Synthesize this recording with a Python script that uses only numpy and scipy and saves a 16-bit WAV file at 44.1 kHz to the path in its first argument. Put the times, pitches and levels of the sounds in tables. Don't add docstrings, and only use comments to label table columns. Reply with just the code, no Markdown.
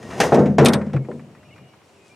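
import sys
import numpy as np
from scipy import signal
from scipy.fft import rfft, irfft, next_fast_len
from scipy.io import wavfile
from scipy.ndimage import uniform_filter1d, minimum_filter1d

SR = 44100
rng = np.random.default_rng(int(sys.argv[2]) if len(sys.argv) > 2 else 0)


def store_wav(level_fs):
    pcm = np.round(np.clip(np.atleast_2d(level_fs), -1, 1) * 32767)
    wavfile.write(sys.argv[1], SR, pcm.T.astype(np.int16))


def volts(x):
    e = np.asarray(x, float) / 20
    return 10 ** e


N = 94815


def curve(table, hz):
    table = np.array(table, float)
    return np.interp(np.log(np.maximum(hz, 1)), np.log(table[:, 0]), table[:, 1])


def colour(x, table, lo_hz=0, hi_hz=SR):
    n = next_fast_len(len(x), real=True)
    hz = np.arange(n // 2 + 1) * SR / n
    gain = volts(curve(table, hz)) * (hz >= lo_hz) * (hz < hi_hz)
    return irfft(rfft(x, n) * gain, n)[:len(x)]


def unit(x):
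    return x / np.sqrt(np.mean(x ** 2))


def grit(grit_db):
    grain = np.repeat(rng.exponential(size=N // 40 + 1), 40)[:N]
    return rng.standard_normal(N) * volts(grit_db * grain)


def strike(times_s, level_db, modes, rise_s, scatter_db, tilt_db=0, loose=1):
    hz, db, t60_s = np.array(modes, float).T
    luck = rng.random((len(times_s), 2, len(hz)))
    tilt = np.reshape(tilt_db, (-1, 1)) * np.log2(hz / 500)
    shape = volts(db + tilt + scatter_db * 3.1 * (luck[:, 0] - .5))
    shape *= (volts(level_db) / np.sqrt(np.sum(shape ** 2, axis=1) / 2))[:, None]
    phase = 2 * np.pi * loose * luck[:, 1]
    age_s = np.arange(int(SR * min(max(t60_s), 1))) / SR
    turn = 2 * np.pi * np.outer(hz, age_s)
    fade = np.exp(-np.log(1000) * np.outer(1 / t60_s, age_s))
    rings = (shape * np.cos(phase)) @ (fade * np.sin(turn))
    rings += (shape * np.sin(phase)) @ (fade * np.cos(turn))
    rings *= 1 - np.exp(-age_s / rise_s)
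    out = np.zeros(N + len(age_s))
    for s, ring in zip(times_s, rings):
        start = int(s * SR)
        out[start:start + len(age_s)] += ring
    return out[:N]


def bursts(times_s, level_db, t60_s, table, rise_s, tilt_db, fades=0.34):
    noise = unit(colour(grit(0.76), table))
    age_s = np.arange(SR // 5) / SR
    rise = 1 - np.exp(-age_s / rise_s)
    out = np.zeros(N)
    for lo_hz in 500 * 2 ** (np.arange(11) / 2):
        power = np.zeros(N + len(age_s))
        band_db = level_db + tilt_db * np.log2(lo_hz / 2000)
        for s, db, t60 in zip(times_s, band_db, t60_s):
            start = int(s * SR)
            fall_db = 60 * age_s / t60 * (lo_hz / 2000) ** fades
            power[start:start + len(age_s)] += volts(2 * (db - fall_db)) * rise ** 2
        band = colour(noise, [(1, 0.0044), (2, 0)], lo_hz * (lo_hz > 500), np.sqrt(2) * lo_hz)
        out += np.sqrt(power[:N]) * band
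    return out


def friction(table, spectrum, gain_db, grit_db):
    s, db = np.array(table, float).T
    level_db = np.interp(np.arange(N) / SR, s, db, left=-120, right=-120)
    return unit(colour(grit(grit_db), spectrum)) * volts(gain_db + level_db)


# frequency in Hz, level in dB.
WOOD_COLOUR = [(18, -52), (30, -34), (86, 1.5), (728, -5.5), (1690, -15.5), (2870, -15.5), (3360, -21.5),
               (11300, -33.5), (16300, -43)]


def wood():
    out = np.zeros((2, N))
    for lo_hz in 25 * 2. ** np.arange(10):
        mid, side = (colour(rng.standard_normal(N), WOOD_COLOUR, lo_hz, 2 * lo_hz) for _ in range(2))
        swell = unit(uniform_filter1d(rng.standard_normal(N), size=3000))
        width = min(0.2 + lo_hz / 4000, .9)
        out += volts(0.67 * swell) * (mid + width * side * np.array([[1], [-1]]))
    return unit(out) * volts(-53)


# start in seconds, length in seconds, first Hz, last Hz, level in dB.
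BIRD_NOTES = [(.99, 0.083, 2200, 2170, -60), (1.35, 0.2, 625, 602, -58.5), (1.36, .02, 1880, 1940, -60),
              (1.378, 0.013, 2050, 2340, -57.5), (1.395, .05, 2730, 2850, -66),
              (1.44, 0.048, 2880, 2900, -67), (1.445, 0.028, 2430, 2450, -60),
              (1.485, 0.019, 2760, 2590, -54.5), (1.5, .015, 2550, 2300, -58),
              (1.505, 0.038, 2140, 2240, -56.5), (1.5, 0.048, 2890, 2920, -58.5),
              (1.525, 0.019, 2770, 2690, -54.5), (1.54, 0.075, 2370, 2436, -58), (1.6, .2, 2355, 2244, -68),
              (1.54, 0.13, 2830, 2840, -64.5), (1.62, 0.12, 2900, 2850, -63), (1.71, 0.12, 2850, 2870, -73),
              (1.945, .04, 2920, 2540, -63.5), (1.98, .11, 2480, 2520, -63),
              (2.095, 0.054, 2360, 2410, -56), (1.9, 0.18, 399.8, 394, -58)]
WHINE_SWELL_S = [.95, 1.35]


def birds():
    whine_hz, whine_db, overtone_db = 5570, -72.5, -11
    chirps_per_s, chirp_start_s = 7.7, 1.3
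    t = np.arange(N) / SR
    waver = unit(uniform_filter1d(rng.standard_normal((2, N)), size=300))
    turn = 2 * np.pi * whine_hz * t + waver[1] / 2
    gate = np.clip(.5 + 2 * np.sin(2 * np.pi * chirps_per_s * (t - chirp_start_s)), 0, 1)
    gate *= np.interp(t, WHINE_SWELL_S, [0, 1])
    out = volts(whine_db + 2 * waver[0]) * gate * (np.sin(turn) + volts(overtone_db) * np.sin(2 * turn))
    for s, length_s, hz0, hz1, db in BIRD_NOTES:
        i = np.arange(int(s * SR), min(int((s + length_s) * SR), N))
        u = (i / SR - s) / length_s
        hz = (hz0 + (hz1 - hz0) * u) * (1 + 0.004 * waver[1, i])
        swell = np.abs(np.sin(np.pi * u)) ** 0.35
        out[i] += volts(db + 2.0 + 1.9 * waver[0, i]) * swell * np.sin(2 * np.pi * np.cumsum(hz) / SR)
    return out


# time in seconds, level in dB.
RUSTLE = [(.74, -90), (.78, -60), (.88, -67), (1.0, -73), (1.14, -64.5), (1.28, -71), (1.5, -73),
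          (1.8, -78), (1.87, -67), (2.03, -67.5), (2.07, -60.5), (2.15, -69)]


def jacket():
    cloth = [(1500, -30), (2500, 5), (6000, 6), (8000, 5.5), (10000, -1), (14000, -33)]  # Hz, dB
    return friction(RUSTLE, cloth, 0, 1.3)


# time in seconds, level in dB.
ROCKING = [
    (1.0, -78),
    (1.08, -43),
    (1.25, -43.5),
    (1.45, -52),
    (1.62, -47),
    (1.75, -64),
]


def rocking():
    slosh = [(60, -13.0), (130, 5.5), (220, -4.0), (700, -14.0), (2000, -98.5)]  # Hz, dB
    return friction(ROCKING, slosh, 0, 0.54)


# time in seconds, level in dB.
DRAG = [(0, -55), (.095, -48), (.105, -45.5), (.17, -45), (.19, -40), (.21, -36.5), (.24, -38.5),
        (.27, -35), (.3, -42.5), (.34, -42), (.45, -54), (.56, -61.5)]
# frequency in Hz, level in dB.
SCRAPE_COLOUR = [(35, -32), (60, -4), (233, -0.5), (1860, -24), (8120, -35.5), (13000, -47), (16000, -57)]
# frequency in Hz, width in Hz, boost in dB.
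POLE_MODES = [(476, 43, -6), (705, 135, 5), (1020, 37, 3), (1880, 27, 15), (2050, 43, -1), (2790, 80, 5),
              (3710, 44, -3), (5130, 220, 2.5), (5970, 120, 7), (6600, 150, 6.5), (8900, 880, -4)]


def drag():
    scrape = friction(DRAG, SCRAPE_COLOUR, 11.5, 1.0)
    out = scrape.copy()
    for hz, width_hz, db in POLE_MODES:
        b, a = signal.iirpeak(hz, hz / width_hz, fs=SR)
        out += volts(db) * signal.lfilter(b, a, scrape)
    return out


# start in seconds, level in dB, brightness in dB per octave.
TICKS = [(0.813, -30, -1), (0.897, -43, -1.5), (0.962, -28.5, 1), (1.046, -41.5, 1), (1.1123, -37.5, 0),
         (1.193, -43, -0.5), (1.2917, -54, -2), (1.348, -44.5, 0), (1.428, -44.5, 2), (1.5593, -42.5, 4),
         (1.5786, -43, 1.5), (1.6804, -57, 12), (1.7335, -49, -1), (1.8145, -53.5, -1), (1.894, -52, 8),
         (2.0535, -55, 0)]
# frequency in Hz, level in dB per Hz.
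TICK_COLOUR = [(500, -23), (1000, 0), (1400, -4), (2400, -6.5), (3000, -20.5), (6000, -29), (9000, -36),
               (13000, -73)]


def rod():
    s, db, bright_db = np.array(TICKS, float).T
    return bursts(s, db, 0.058 + 0 * s, TICK_COLOUR, 0.0021, bright_db)


# start in seconds, level in dB, noise t60 in seconds, ring in dB,
# brightness in dB per octave.
CLINKS = [
    (0.6471, -28, 0.067, -9, 8.5),
    (.657, -8, 0.081, -15, 0),
    (0.6837, -18, 0.065, -22, 1.5),
    (0.723, -42, 0.19, -25, 2.5),
    (0.7338, -15.5, 0.078, -17, -0.5),
]
# frequency in Hz, level in dB per Hz.
CLINK_COLOUR = [(710, -8.5), (1200, -6.5), (3290, -6.5), (3620, -1.5), (3910, -6), (8000, -15.5),
                (9930, -13), (13000, -16.5), (16000, -53)]
# frequency in Hz, level in dB, t60 in seconds.
CLINK_RING = [(8500, -2, .1), (9670, -6, .085)]


def fitting():
    s, db, t60_s, ring_db, bright_db = np.array(CLINKS, float).T
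    hz = 1500 * 6.5 ** ((np.arange(50) + rng.random(50)) / 50)
    jingle = np.c_[hz, curve(CLINK_COLOUR, hz) + 3 * np.log2(hz), 0.028 + 0 * hz]
    out = bursts(s, db, t60_s, CLINK_COLOUR, 0.0022, bright_db, .55)
    out += strike(s, db + ring_db, CLINK_RING, .0005, 0.86)
    return out + strike(s, db - 2.5, jingle, 0.00022, 2.8, bright_db)


KNOCK_S = [.2015, .321, .585, .9375, 1.0865]
# level in dB, hardness in dB per octave, t60 scale.
KNOCKS = [
    (-4, 7.5, 0.85),
    (-2, 0, 0.85),
    (-5, -14, 1.1),
    (-22, 5, 0.85),
    (-20, -5, 0.37),
]
# frequency in Hz, level in dB, t60 in seconds.
OBJECT_MODES = [(374, -6, 0.13), (484, 1.5, 0.065), (567, -4.5, 0.1), (684, 3, 0.055), (781, -1.5, 0.072),
                (980, -13, .05)]
THUD_S = [.94, .961]
THUD_DB = [-15, -14.5]
# frequency in Hz, level in dB, t60 in seconds.
THUD_MODES = [(132.5, 4.5, 0.25), (149.7, -4, 0.29)]


def knocks():
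    out = strike(THUD_S, np.array(THUD_DB), THUD_MODES, 0.004, 0, loose=0)
    for s, (db, hard_db, scale) in zip(KNOCK_S, KNOCKS):
        modes = np.array(OBJECT_MODES) * [1, 1, scale]
        out += strike([s], np.array([db]), modes, 0.0013, 0, hard_db, loose=0)
    return out


# start in seconds, panel level in dB, boom level in dB,
# hardness in dB per octave.
BLOWS = [(0.201, -8.5, -26.5, 4), (0.233, -8.5, -46, 4), (0.322, -1, -16.5, 2), (0.347, -2.5, -12.5, -8.5),
         (0.377, -2.5, -12, -1), (0.401, -8.5, -15, -3.5), (0.46, -15.5, -13.5, -1.5),
         (.482, -20.5, -19.5, -13), (0.583, 0.5, -8, 2.5), (0.618, -0.5, -12, -15), (0.636, -10, -15, 0),
         (0.656, -11, -12, -14), (0.674, -9, -17.5, 10), (0.74, -11.5, -17, 1), (0.862, -30.5, -26.5, -9),
         (0.936, -16.5, -28.5, -9), (1.087, -19.5, -32.5, -8.5), (1.123, -42, -31, -15)]
# frequency in Hz, level in dB, t60 in seconds.
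BOOM_MODES = [(91.6, -16, 0.92), (135.5, -3.5, 0.32), (148.1, 1.5, 0.4), (165.3, -7.5, 0.81),
              (201.7, -6, 0.7), (219.1, -8.5, 0.83), (234.6, -1, 0.41), (256, -4, 0.18), (300.4, -9, .3)]
# frequency in Hz, level in dB.
PANEL_LEVEL = [(160, -29), (280, -11), (494, -1), (833, -11), (904, -12), (1060, -16.5), (2500, -39.5),
               (3250, -68), (5500, -120)]
# frequency in Hz, t60 in seconds.
PANEL_T60 = [(300, 0.39), (600, 0.33), (1000, 0.3), (2500, 0.48)]
# start in seconds, level in dB, t60 in seconds, brightness in dB per octave.
CLACKS = [(0.0273, -33, 0.057, 1), (.0365, -41, 0.049, 2), (0.1026, -32.5, 0.46, -5), (0.2015, -7, 0.15, 2),
          (0.2133, -13, 0.059, 1.5), (0.2324, -23, 0.27, 5), (0.32, -23, 0.36, -6.5),
          (.329, -34, 0.085, 3.5), (0.3425, -22.5, 0.15, 2.5), (0.39, -29, 0.14, 0.5),
          (0.4575, -27.5, 0.12, -2.5), (0.5825, -9.5, 0.13, -2), (0.613, -24, 0.43, -3),
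          (0.864, -43, 0.17, -2), (0.9325, -30.5, 0.12, -2)]
# frequency in Hz, level in dB per Hz.
CLACK_COLOUR = [(590, -47), (1000, -7), (1400, -4), (1850, -2), (4790, -16.5), (5830, -12), (12800, -32),
                (16000, -51)]


def hull():
    s, panel_db, boom_db, hard_db = np.array(BLOWS, float).T
    hz = 270 + 2000 * ((np.arange(160) + rng.random(160)) / 160) ** 1.5
    t60_s = curve(PANEL_T60, hz) * rng.uniform(.7, 1.2, size=160)
    thicket = np.c_[hz, curve(PANEL_LEVEL, hz), t60_s]
    out = strike(s, boom_db + 0.5, BOOM_MODES, 0.0017, 3)
    out += strike(s, panel_db - 8, thicket, 0.00098, 5.5, np.clip(hard_db, -7, 7))
    s, db, t60_s, bright_db = np.array(CLACKS, float).T
    return out + bursts(s, db - 7, t60_s, CLACK_COLOUR, 0.00082, bright_db)


# frequency in Hz, side relative to mid in dB.
SIDE_DB = [(60, -21.5), (500, -22), (3000, -18.5), (8000, -14), (13000, -13)]


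def scene():
    fitting_left_db, left_db = -0.5, 1.04
    clinks = fitting()
    mid = birds() + jacket() + rocking() + drag() + rod() + clinks + knocks() + hull()
    spread = rng.standard_normal(3000) * np.exp(-np.arange(3000) / 700)
    spread /= np.sqrt(np.sum(spread ** 2))
    side = colour(signal.fftconvolve(mid, spread)[:N], SIDE_DB)
    side += clinks * (volts(fitting_left_db) - 1) / (volts(fitting_left_db) + 1)
    stereo = np.array([mid + side, mid - side]) + wood()
    return stereo * volts(left_db / 2 * np.array([[1], [-1]]))


def roll_off(x):
    return signal.sosfilt(signal.butter(12, 16470, fs=SR, output="sos"), x)


def record(dry):
    ceiling, ratio, release_s = 0.99, 5.4, 0.016
    x = signal.sosfilt(signal.butter(3, 75, "high", fs=SR, output="sos"), dry)
    peak = -minimum_filter1d(-np.abs(x).max(axis=0), size=300)
    cut = np.log(np.minimum(1, ceiling / (peak + 1e-9))) * (1 - 1 / ratio)
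    hold = np.exp(-1 / (release_s * SR))
    released = signal.lfilter([1 - hold], [1, -hold], cut)
    cut = np.minimum(uniform_filter1d(cut, size=150), released)
    x = np.clip(x * np.exp(cut), -.95, .95)
    mix = signal.sosfilt(signal.ellip(8, .5, 60, 16200, fs=SR, output="sos"), x)
    return roll_off(mix)


dry = scene()
out = record(dry)
store_wav(out)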